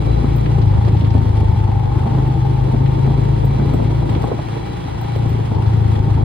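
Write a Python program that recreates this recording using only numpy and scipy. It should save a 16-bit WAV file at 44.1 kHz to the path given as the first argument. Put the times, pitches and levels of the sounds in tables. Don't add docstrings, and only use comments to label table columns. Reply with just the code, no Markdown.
import sys
import numpy as np
from scipy import signal
from scipy.fft import rfft, irfft
from scipy.io import wavfile
from scipy.ndimage import uniform_filter1d

SR = 44100
rng = np.random.default_rng(int(sys.argv[2]) if len(sys.argv) > 2 else 0)


def log_audio(samples):
    frames = np.atleast_2d(samples).T
    limited = np.clip(frames, -1, 1)
    pcm = np.round(limited * 32767).astype(np.int16)
    wavfile.write(sys.argv[1], SR, pcm)


N = 275184
TIME = np.arange(N) / SR
FREQ = np.maximum(np.arange(N // 2 + 1) * SR / N, 1)


def undb(db):
    return 10 ** (np.asarray(db) / 20)


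def unit(x):
    return x / np.sqrt(np.mean(x ** 2))


def curves(table):
    s, *columns = np.transpose(table)
    return [np.interp(TIME, s, c) for c in columns]


def noise():
    return rng.standard_normal(N)


def walk(rate):
    return unit(irfft(rfft(noise()) * np.exp(-(FREQ / rate) ** 2), N))


def colour(x, points):
    hz, db = np.transpose(points)
    gain = undb(np.interp(np.log(FREQ), np.log(hz), db))
    edges = np.minimum(FREQ / hz[0], 1) ** 2 * np.minimum(hz[-1] / FREQ, 1) ** 2
    return irfft(rfft(x) * gain * edges, N)


def ring(x, modes, swells=None):
    bodies = [undb(db) / (1 + 1j * hz / (2 * width) * (FREQ / hz - hz / FREQ)) ** 2
              for hz, width, db in modes]
    if swells is None:
        return unit(irfft(rfft(x) * sum(bodies), N))
    return unit(irfft(sum(rfft(x * swell) * body for swell, body in zip(swells, bodies)), N))


def resonance(hz, centre_hz, width_hz):
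    return 1 / (1 + ((hz - centre_hz) / width_hz) ** 2)


def knocks(cycle, delay, fade, base):
    return noise() * (base + np.exp(-((cycle - delay) % 1) / fade))


def stereo(mid, side, pan_db):
    return np.array([(mid + side) * undb(pan_db / 2), (mid - side) * undb(-pan_db / 2)])


def add(out, s, sound):
    start = int(np.clip(s * SR, 0, N - 1))
    out[:, start:start + sound.shape[1]] += sound[:, :N - start]


def wind(eddy_db=2.5):
    # (frequency [Hz], relative level [dB])
    mid_colour = [(130, 8), (180, 4.5), (240, 0), (330, 1), (450, -6), (620, -16), (1000, -16.5),
                  (2000, -49)]
    side_colour = [(120, -0.5), (230, -6.5), (340, -2), (480, -1), (600, -7), (760, -5), (1100, -16.5),
                   (1500, -30), (2500, -49.5)]
    mid = colour(noise() * undb(eddy_db * walk(51)), mid_colour)
    side = colour(noise() * undb(eddy_db * walk(130)), side_colour)
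    return stereo(mid, side, pan_db=0.37) / np.std(mid)


def small_buffets(wind_db, count=6, offset_db=-6.5, scatter_db=4, hz=253, scatter_octaves=0.11):
    moments, chance = rng.integers(0, N, count), rng.standard_normal((count, 3))
    return [(i / SR, wind_db[i] + offset_db - scatter_db * size,
             hz * 2 ** (scatter_octaves * pitch), 1, 2 * lean)
            for i, (size, pitch, lean) in zip(moments, chance)]


def buffets(wind_db, lead_s=.02, wake_s=0.014, wake_db=-10, side_db=-7,
            puff_db=-9, puff_hz=640, puff_s=0.0036):
    # (time [s], level [dB], pitch [Hz], fade [cycles], lean to the left [dB])
    big_buffets = [(.075, -14, 335, 1, 0), (.246, -11.5, 242, 1.8, 5.5), (.774, -21, 312, 1.2, 0),
                   (.881, -14, 322.7, 1.5, -1), (1.022, -18, 251.1, 0.91, 2), (1.153, -8.5, 252, 0.95, -1),
                   (1.173, -15, 226, 1.03, 3), (1.432, -20, 370, 1.3, 1), (1.692, -16, 228, 0.98, 6),
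                   (2.066, -14.5, 205, 0.85, 5), (2.132, -18, 280, 1, 4), (2.202, -19, 300, 0.87, -3),
                   (2.747, -12.5, 234, 1.89, -1), (2.811, -16, 239.5, 1, 5), (3.077, -10, 224, 1, 1),
                   (3.113, -17.5, 290, 0.57, -4), (3.6, -9.5, 220, 0.61, -1), (3.739, -11.5, 258.9, 1.1, 2),
                   (3.746, -9.5, 250, .8, -1), (3.801, -12.5, 255.3, 0.84, 4),
                   (3.829, -14, 269.8, 1.13, -1), (3.905, -15, 282, 1.08, 0), (4.047, -22.5, 296, 1.1, -3),
                   (4.162, -14.5, 305, 1.3, -2), (4.242, -8, 286, 0.69, 2), (4.286, -17, 480, 0.98, 0),
                   (4.319, -8.5, 440, 1.06, -2), (4.393, -16, 610, 1.1, -5), (4.57, -16.5, 418, 0.85, -9),
                   (5.162, -18.5, 440, .6, 1), (5.519, -12.5, 215, 1.01, 1), (6.212, -19, 229.7, 0.99, 2)]
    out, t = np.zeros((2, N)), TIME[:SR // 10]
    puff_band = signal.butter(3, [puff_hz * 0.52, puff_hz * 1.48], "band", fs=SR, output="sos")
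    for s, db, hz, cycles, pan_db in big_buffets + small_buffets(wind_db):
        swing = hz * (t - lead_s)
        slap = -np.cos(2 * np.pi * swing) * np.exp(-np.abs(swing / cycles)) * np.minimum(2 * t / lead_s, 1)
        band = signal.butter(2, [hz * 0.55, hz * 1.46], "band", fs=SR, output="sos")
        wake = signal.sosfilt(band, rng.standard_normal((2, len(t))) * t * np.exp(-2 * t / wake_s))
        mid, side = wake / np.abs(wake).max(axis=1, keepdims=True)
        puff = signal.sosfilt(puff_band, rng.standard_normal(len(t)))
        puff *= np.exp(-np.abs(t - lead_s) / puff_s)
        hit = slap + undb(puff_db) * puff / np.max(np.abs(puff))
        add(out, s - lead_s, undb(db) * stereo(hit, 0, pan_db))
        add(out, s - .005, undb(db) * stereo(undb(wake_db) * mid, undb(side_db) * side, pan_db))
    return out


def rattles(rise_s=0.0026, decay_s=0.0086, grain_db=1.7, top_hz=4900):
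    # (time [s], relative level [dB], centre frequency [Hz])
    bumps = [(0.46, -33.5, 2100), (0.618, -41, 3400), (.678, -44, 3400), (.712, -48, 3400),
             (0.85, -45, 3660), (.882, -44, 3200), (.97, -40.5, 3480), (1.011, -40, 2793),
             (1.047, -38, 2408), (1.105, -43, 4220), (2.861, -38, 2300), (3.733, -44, 2439),
             (4.094, -37, 2408), (4.151, -36.5, 2408), (5.157, -40, 2608), (5.55, -43, 3200),
             (5.665, -42, 3201), (5.958, -41, 2646)]
    out, t = np.zeros((2, N)), TIME[:SR // 12]
    shape = (1 - np.exp(-t / rise_s)) * np.exp(-t / decay_s)
    dull = signal.butter(4, top_hz, fs=SR, output="sos")
    for s, db, hz in bumps:
        band = signal.butter(3, [hz * 0.41, hz * 1.6], "band", fs=SR, output="sos")
        ticks = rng.standard_normal((2, len(t))) * undb(grain_db * rng.standard_normal(len(t)))
        chatter = unit(signal.sosfilt(np.vstack([band, dull]), ticks))
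        add(out, s - .003, undb(db + 8) * chatter * shape)
    return out


def squeaks(rise_s=.001, scrape=1.2, tick_db=-13, tick_s=0.0022):
    # (time [s], level of high tones [dB], level of low tone [dB], fade [s])
    rubs = [(.358, -39.5, -51, 0.017), (2.275, -51, -49, .012), (3.449, -37, -47, 0.0098),
            (3.736, -42, -41.5, 0.014), (4.097, -49, -40, 0.0065), (4.218, -47, -40, 0.0071),
            (4.25, -47, -39, .004), (5.011, -40, -51, 0.013), (5.16, -46, -46, .008),
            (5.29, -46, -48, 0.018)]
    # (pitch [Hz], relative level [dB])
    high_tones = [(13140, -14), (14560, 0), (14980, -9)]
    low_tones = [(7950, -3.5)]
    out, t = np.zeros((2, N)), TIME[:SR // 5]
    treble = signal.butter(2, 4000, "high", fs=SR, output="sos")
    for s, high_db, low_db, decay_s in rubs:
        shape = (1 - np.exp(-t / rise_s)) * np.exp(-t / decay_s)
        tick = signal.sosfilt(treble, rng.standard_normal((2, len(t)))) * np.exp(-t / tick_s)
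        add(out, s, undb(low_db + tick_db) * tick)
        for tones, level_db in ((high_tones, high_db), (low_tones, low_db)):
            for hz, db in tones:
                slip = scrape * hz / SR * np.cumsum(rng.standard_normal((2, len(t))), axis=1) / 2
                add(out, s, undb(level_db + db) * shape * np.sin(2 * np.pi * hz * t + slip))
    return out


def cover_whirr(cycle):
    # (pitch [Hz], width [Hz], relative level [dB])
    modes = [(2295, 52, 1.5), (3970, 45, 2), (4880, 33, -13)]
    # (time [s], level [dB])
    loudness = [(0, -47.5), (.4, -53), (.7, -63.5), (2.9, -58), (3.25, -52), (3.4, -55), (3.62, -48.5),
                (3.85, -58), (4.45, -56), (4.65, -46), (4.85, -56), (5.15, -50.5), (5.4, -68), (6.24, -58)]
    (level_db,) = curves(loudness)
    sheet = undb(level_db) * ring(knocks(cycle, delay=1, fade=.3, base=0.99), modes)
    return stereo(sheet, -.15 * sheet, pan_db=3.5)


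def valve_gear(cycle, throttle, hiss_db, cover_db, grain_db=1.5, tick=0.46, slack=0.6):
    # (frequency [Hz], relative level [dB])
    mid_colour = [(300, -10), (800, 4.5), (1250, 5), (1600, 2), (2200, -1.5), (2800, -2.5), (3700, -4),
                  (4500, -8.5), (5300, -14), (6200, -21.5), (10000, -17), (11800, -34), (15500, -23.5)]
    side_colour = [(300, -10), (900, 16), (1400, -3.5), (2000, -4), (2600, -2.5), (3150, -1), (3700, -8.5),
                   (4500, -11), (5500, -8.5), (7000, -15), (8500, -30.5), (13500, -18.5), (15500, -37)]
    # (pitch [Hz], width [Hz], relative level [dB])
    cover_modes = [(1899, 83, -2), (1973, 53, 0.5), (2218, 86, -1.5), (2650, 130, -11), (3289, 52, -0.5),
                   (3402, 64, -1), (3962, 62, -4.5), (4340, 59, -6.5), (4820, 71, -15)]
    flicker_db = walk(26)
    ticking = 1 + (tick + slack * (1 - throttle)) * np.exp(-((cycle - 0.63) % 1) / 0.064)
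    mid, side, taps = (undb(grain_db * walk(600) + flicker_db) * ticking * noise() for _ in range(3))
    mid, side = colour(mid, mid_colour), colour(side, side_colour)
    hiss = undb(hiss_db) * stereo(mid, side, pan_db=-0.5) / np.std(mid)
    covers = undb(cover_db) * ring(taps, cover_modes)
    return hiss + stereo(covers, -.15 * covers, pan_db=1.5)


def chain_whine(cycle, firing_hz, throttle, gain_db=-39, stray=0.35, waver_db=2.5, pulsing=0.25):
    # (multiple of the firing rate, relative level [dB], change at full throttle [dB])
    tones = [(34, 0, -3.5), (35, -12.5, 8.5), (40, 0.5, -8)]
    mesh = 0
    for k, db, open_db in tones:
        level = undb(db + open_db * throttle + waver_db * walk(37))
        housing = resonance(k * firing_hz, centre_hz=871, width_hz=58)
        mesh += level * housing * np.exp(1j * (2 * np.pi * k * cycle + stray * walk(10)))
    tug = 1 + pulsing * np.cos(2 * np.pi * (cycle - .7))
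    whine = np.sqrt(2) * undb(gain_db) * tug * mesh
    return stereo(whine.imag, 0.82 * whine.real, pan_db=4.0)


def case_pings(rise_s=0.0014, decay_s=0.006, rough=0.21):
    # (time [s], peak level [dB], pitch [Hz], lean to the left [dB])
    pings = [(.665, -32, 854.5, 5), (.735, -29, 807, 1), (.949, -25, 799.5, 0), (1.402, -24, 790, 7),
             (1.518, -23.5, 904, 1), (1.562, -33, 865, 0), (2.451, -21, 824, 2.5), (2.658, -30, 790, 6),
             (2.713, -28, 902, 1), (3.627, -32, 714.6, -1), (4.026, -24, 786, 3), (4.882, -24.5, 804.5, 2),
             (5.026, -27, 831, -5), (6.175, -28.5, 890, 0)]
    out, t = np.zeros((2, N)), TIME[:SR // 16]
    shape = (1 - np.exp(-t / rise_s)) ** 2 * np.exp(-t / decay_s)
    for s, db, hz, pan_db in pings:
        slip = rough * hz / SR * np.cumsum(rng.standard_normal((2, len(t))), axis=1) * 2 * np.pi
        mid, side = shape / shape.max() * np.sin(2 * np.pi * hz * t + slip)
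        add(out, s - .002, undb(db) * stereo(mid, 0.24 * side, pan_db))
    return out


def engine_case(cycle, delay=.57, clatter_db=-1, scatter_db=2.7, wander_db=3.5):
    # (pitch [Hz], width [Hz], relative level [dB])
    modes = [(814.6, 30.3, 7.5), (879, 107, -1), (995, 300, -14.5)]
    firings = np.floor(cycle - delay)
    taps = np.diff(firings, prepend=firings[0]) * undb(-scatter_db * noise())
    swells = [undb(wander_db * walk(4)) for _ in modes]
    case = ring(taps, modes, swells)
    shared, apart = (undb(clatter_db) * ring(knocks(cycle, delay, fade=.2, base=.75), modes, swells)
                     for _ in range(2))
    side = 0.28 * np.roll(case, SR // 4000) + 0.24 * shared + 0.34 * apart
    return stereo(0.32 * case + 1.09 * shared, side, pan_db=2.0)


def intake(cycle, firing_hz, throttle, gain_db=-41.5, waver_db=4.5, open_db=6):
    drone = 0
    for k in range(11, 15):
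        air_box = resonance(k * firing_hz, centre_hz=331.9, width_hz=8)
        drone += air_box * undb(waver_db * walk(15)) * np.exp(2j * np.pi * k * cycle)
    return undb(gain_db + open_db * throttle) * stereo(drone.imag, .6 * drone.real, pan_db=-0.5)


def pipe_gains(firing_hz, throttle, boom_hz=97.2, rise_hz=30, width_hz=23.1):
    # (time [s], throb level [dB], deepest bass level [dB])
    loudness = [(0, -18, -16), (.5, -16, -17), (.64, -12.5, -22), (1.15, -13.5, -21), (1.8, -16.5, -23),
                (2.1, -17.5, -21.5), (2.4, -15.5, -24.5), (2.8, -16, -21), (3.3, -16.5, -22),
                (3.85, -17, -20), (4.17, -17, -24), (4.33, -26.5, -32), (4.85, -29, -32.5),
                (5.25, -16.5, -33), (5.52, -20, -33), (5.72, -13, -39), (6.24, -15, -25)]
    throb_db, bass_db = curves(loudness)
    boom = resonance(np.outer([3, 4, 5], firing_hz), boom_hz + rise_hz * throttle, width_hz)
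    return np.vstack([undb(bass_db), undb(throb_db) * boom / np.linalg.norm(boom, axis=0)])


def burble(cycle, throttle, gains, shut_db=-17, open_db=-18, hz=182, width_hz=45):
    puffs = ring(knocks(cycle, delay=0.38, fade=0.18, base=0.059), [(hz, width_hz, 0)])
    level = np.linalg.norm(gains, axis=0) * undb(shut_db + open_db * throttle)
    return level * stereo(puffs, 0, pan_db=1.0)


def exhaust(cycle, throttle, gains, smear=2.15, uneven_db=.5, sway=0.046, bass_waver_db=2.04,
            churn_db=-9, churn_open_db=-3.5, churn_growth=0.83, surge=0.093):
    # (multiple of the firing rate, level against the tone at 5 times that rate [dB])
    overtones = [(6, -12), (7, -19), (8, -35.5), (9, -31.5), (15, -29)]
    # (frequency [Hz], relative level [dB])
    rumble_colour = [(18, -23), (30, -18), (45, -2.5), (70, 6), (110, 5), (150, 0), (220, -30.5)]
    turn = 2 * np.pi * cycle
    bass, *boom = (g * np.sin(k * turn + smear * throttle * (k < 4)) for k, g in enumerate(gains, 2))
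    bass = bass * undb(bass_waver_db * (walk(11) - 1.5))
    buzz = sum(undb(db + 2.4 * walk(4.1)) * np.sin(k * turn + rng.uniform(0, 2 * np.pi))
               for k, db in overtones)
    pipe = np.sqrt(2) * (bass + sum(boom) + gains[-1] * buzz) * undb(uneven_db * walk(12))
    strength = uniform_filter1d(np.linalg.norm(gains, axis=0), SR // 4) ** churn_growth
    churn = undb(churn_db + churn_open_db * throttle) * strength * (1 + surge * np.cos(turn))
    mid, side = (churn * unit(colour(noise(), rumble_colour)) for _ in range(2))
    return stereo(pipe + mid, sway * pipe * walk(28) + 0.47 * side, pan_db=3.0)


def scene(cruise_hz=27):
    # (time [s], firing rate [Hz])
    engine_speed = [(0.0, 27.87), (0.2, 28.43), (0.42, 28.3), (0.56, 29.04), (0.7, 24.78), (0.8, 27.76),
                    (0.95, 27.42), (1.4, 26.06), (1.7, 25.54), (1.9, 24.85), (2.08, 26.65), (2.3, 25.57),
                    (2.8, 26.32), (3.1, 26.71), (3.4, 27.14), (3.9, 27.6), (4.25, 27.91), (4.6, 28.24),
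                    (5.17, 28.77), (5.45, 27.9), (5.58, 25.88), (5.72, 27.54), (6.24, 26.23)]
    # (time [s], throttle [0 shut to 1 open])
    hand = [(0, 1), (.56, 0.91), (.66, 0.33), (1.5, 0.04), (2.3, 1), (3.2, 0.95), (4.85, 0.79), (5.45, 0.7),
            (5.6, 0.3), (6.24, 0.4)]
    # (time [s], level [dB])
    airflow = [(0, -23.5), (.4, -24), (1.15, -25), (1.8, -27.5), (2.12, -23), (2.4, -26.5), (2.8, -23.5),
               (3.4, -24), (4.2, -23), (4.45, -28.5), (5.03, -29.5), (5.25, -25.5), (5.9, -25.5),
               (6.24, -24.5)]
    (firing_hz,), (throttle,), (wind_db,) = curves(engine_speed), curves(hand), curves(airflow)
    cycle = np.cumsum(firing_hz) / SR
    extra_hz = firing_hz - cruise_hz
    case_db = -36.5 - 2.4 * throttle - 1.2 * extra_hz
    hiss_db = -43.13 + 0.97 * throttle + 0.8 * extra_hz
    cover_db = -50 + 0.42 * throttle + 0.75 * extra_hz
    gains = pipe_gains(firing_hz, throttle)
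    engine = exhaust(cycle, throttle, gains) + burble(cycle, throttle, gains)
    engine += intake(cycle, firing_hz, throttle) + undb(case_db) * engine_case(cycle)
    engine += valve_gear(cycle, throttle, hiss_db, cover_db) + cover_whirr(cycle)
    air = undb(wind_db) * wind() + buffets(wind_db)
    return engine + chain_whine(cycle, firing_hz, throttle) + air + case_pings() + rattles() + squeaks()


def record(dry, ceiling=.92, fade_s=.004, top_hz=15800):
    rounded = dry / (1 + (dry / ceiling) ** 8) ** (1 / 8)
    fade = np.minimum(np.minimum(TIME, TIME[-1] - TIME) / fade_s, 1)
    treble_cut = signal.ellip(10, .1, 80, top_hz, fs=SR, output="sos")
    return signal.sosfilt(treble_cut, rounded * fade)


dry = scene()
out = record(dry)
log_audio(out)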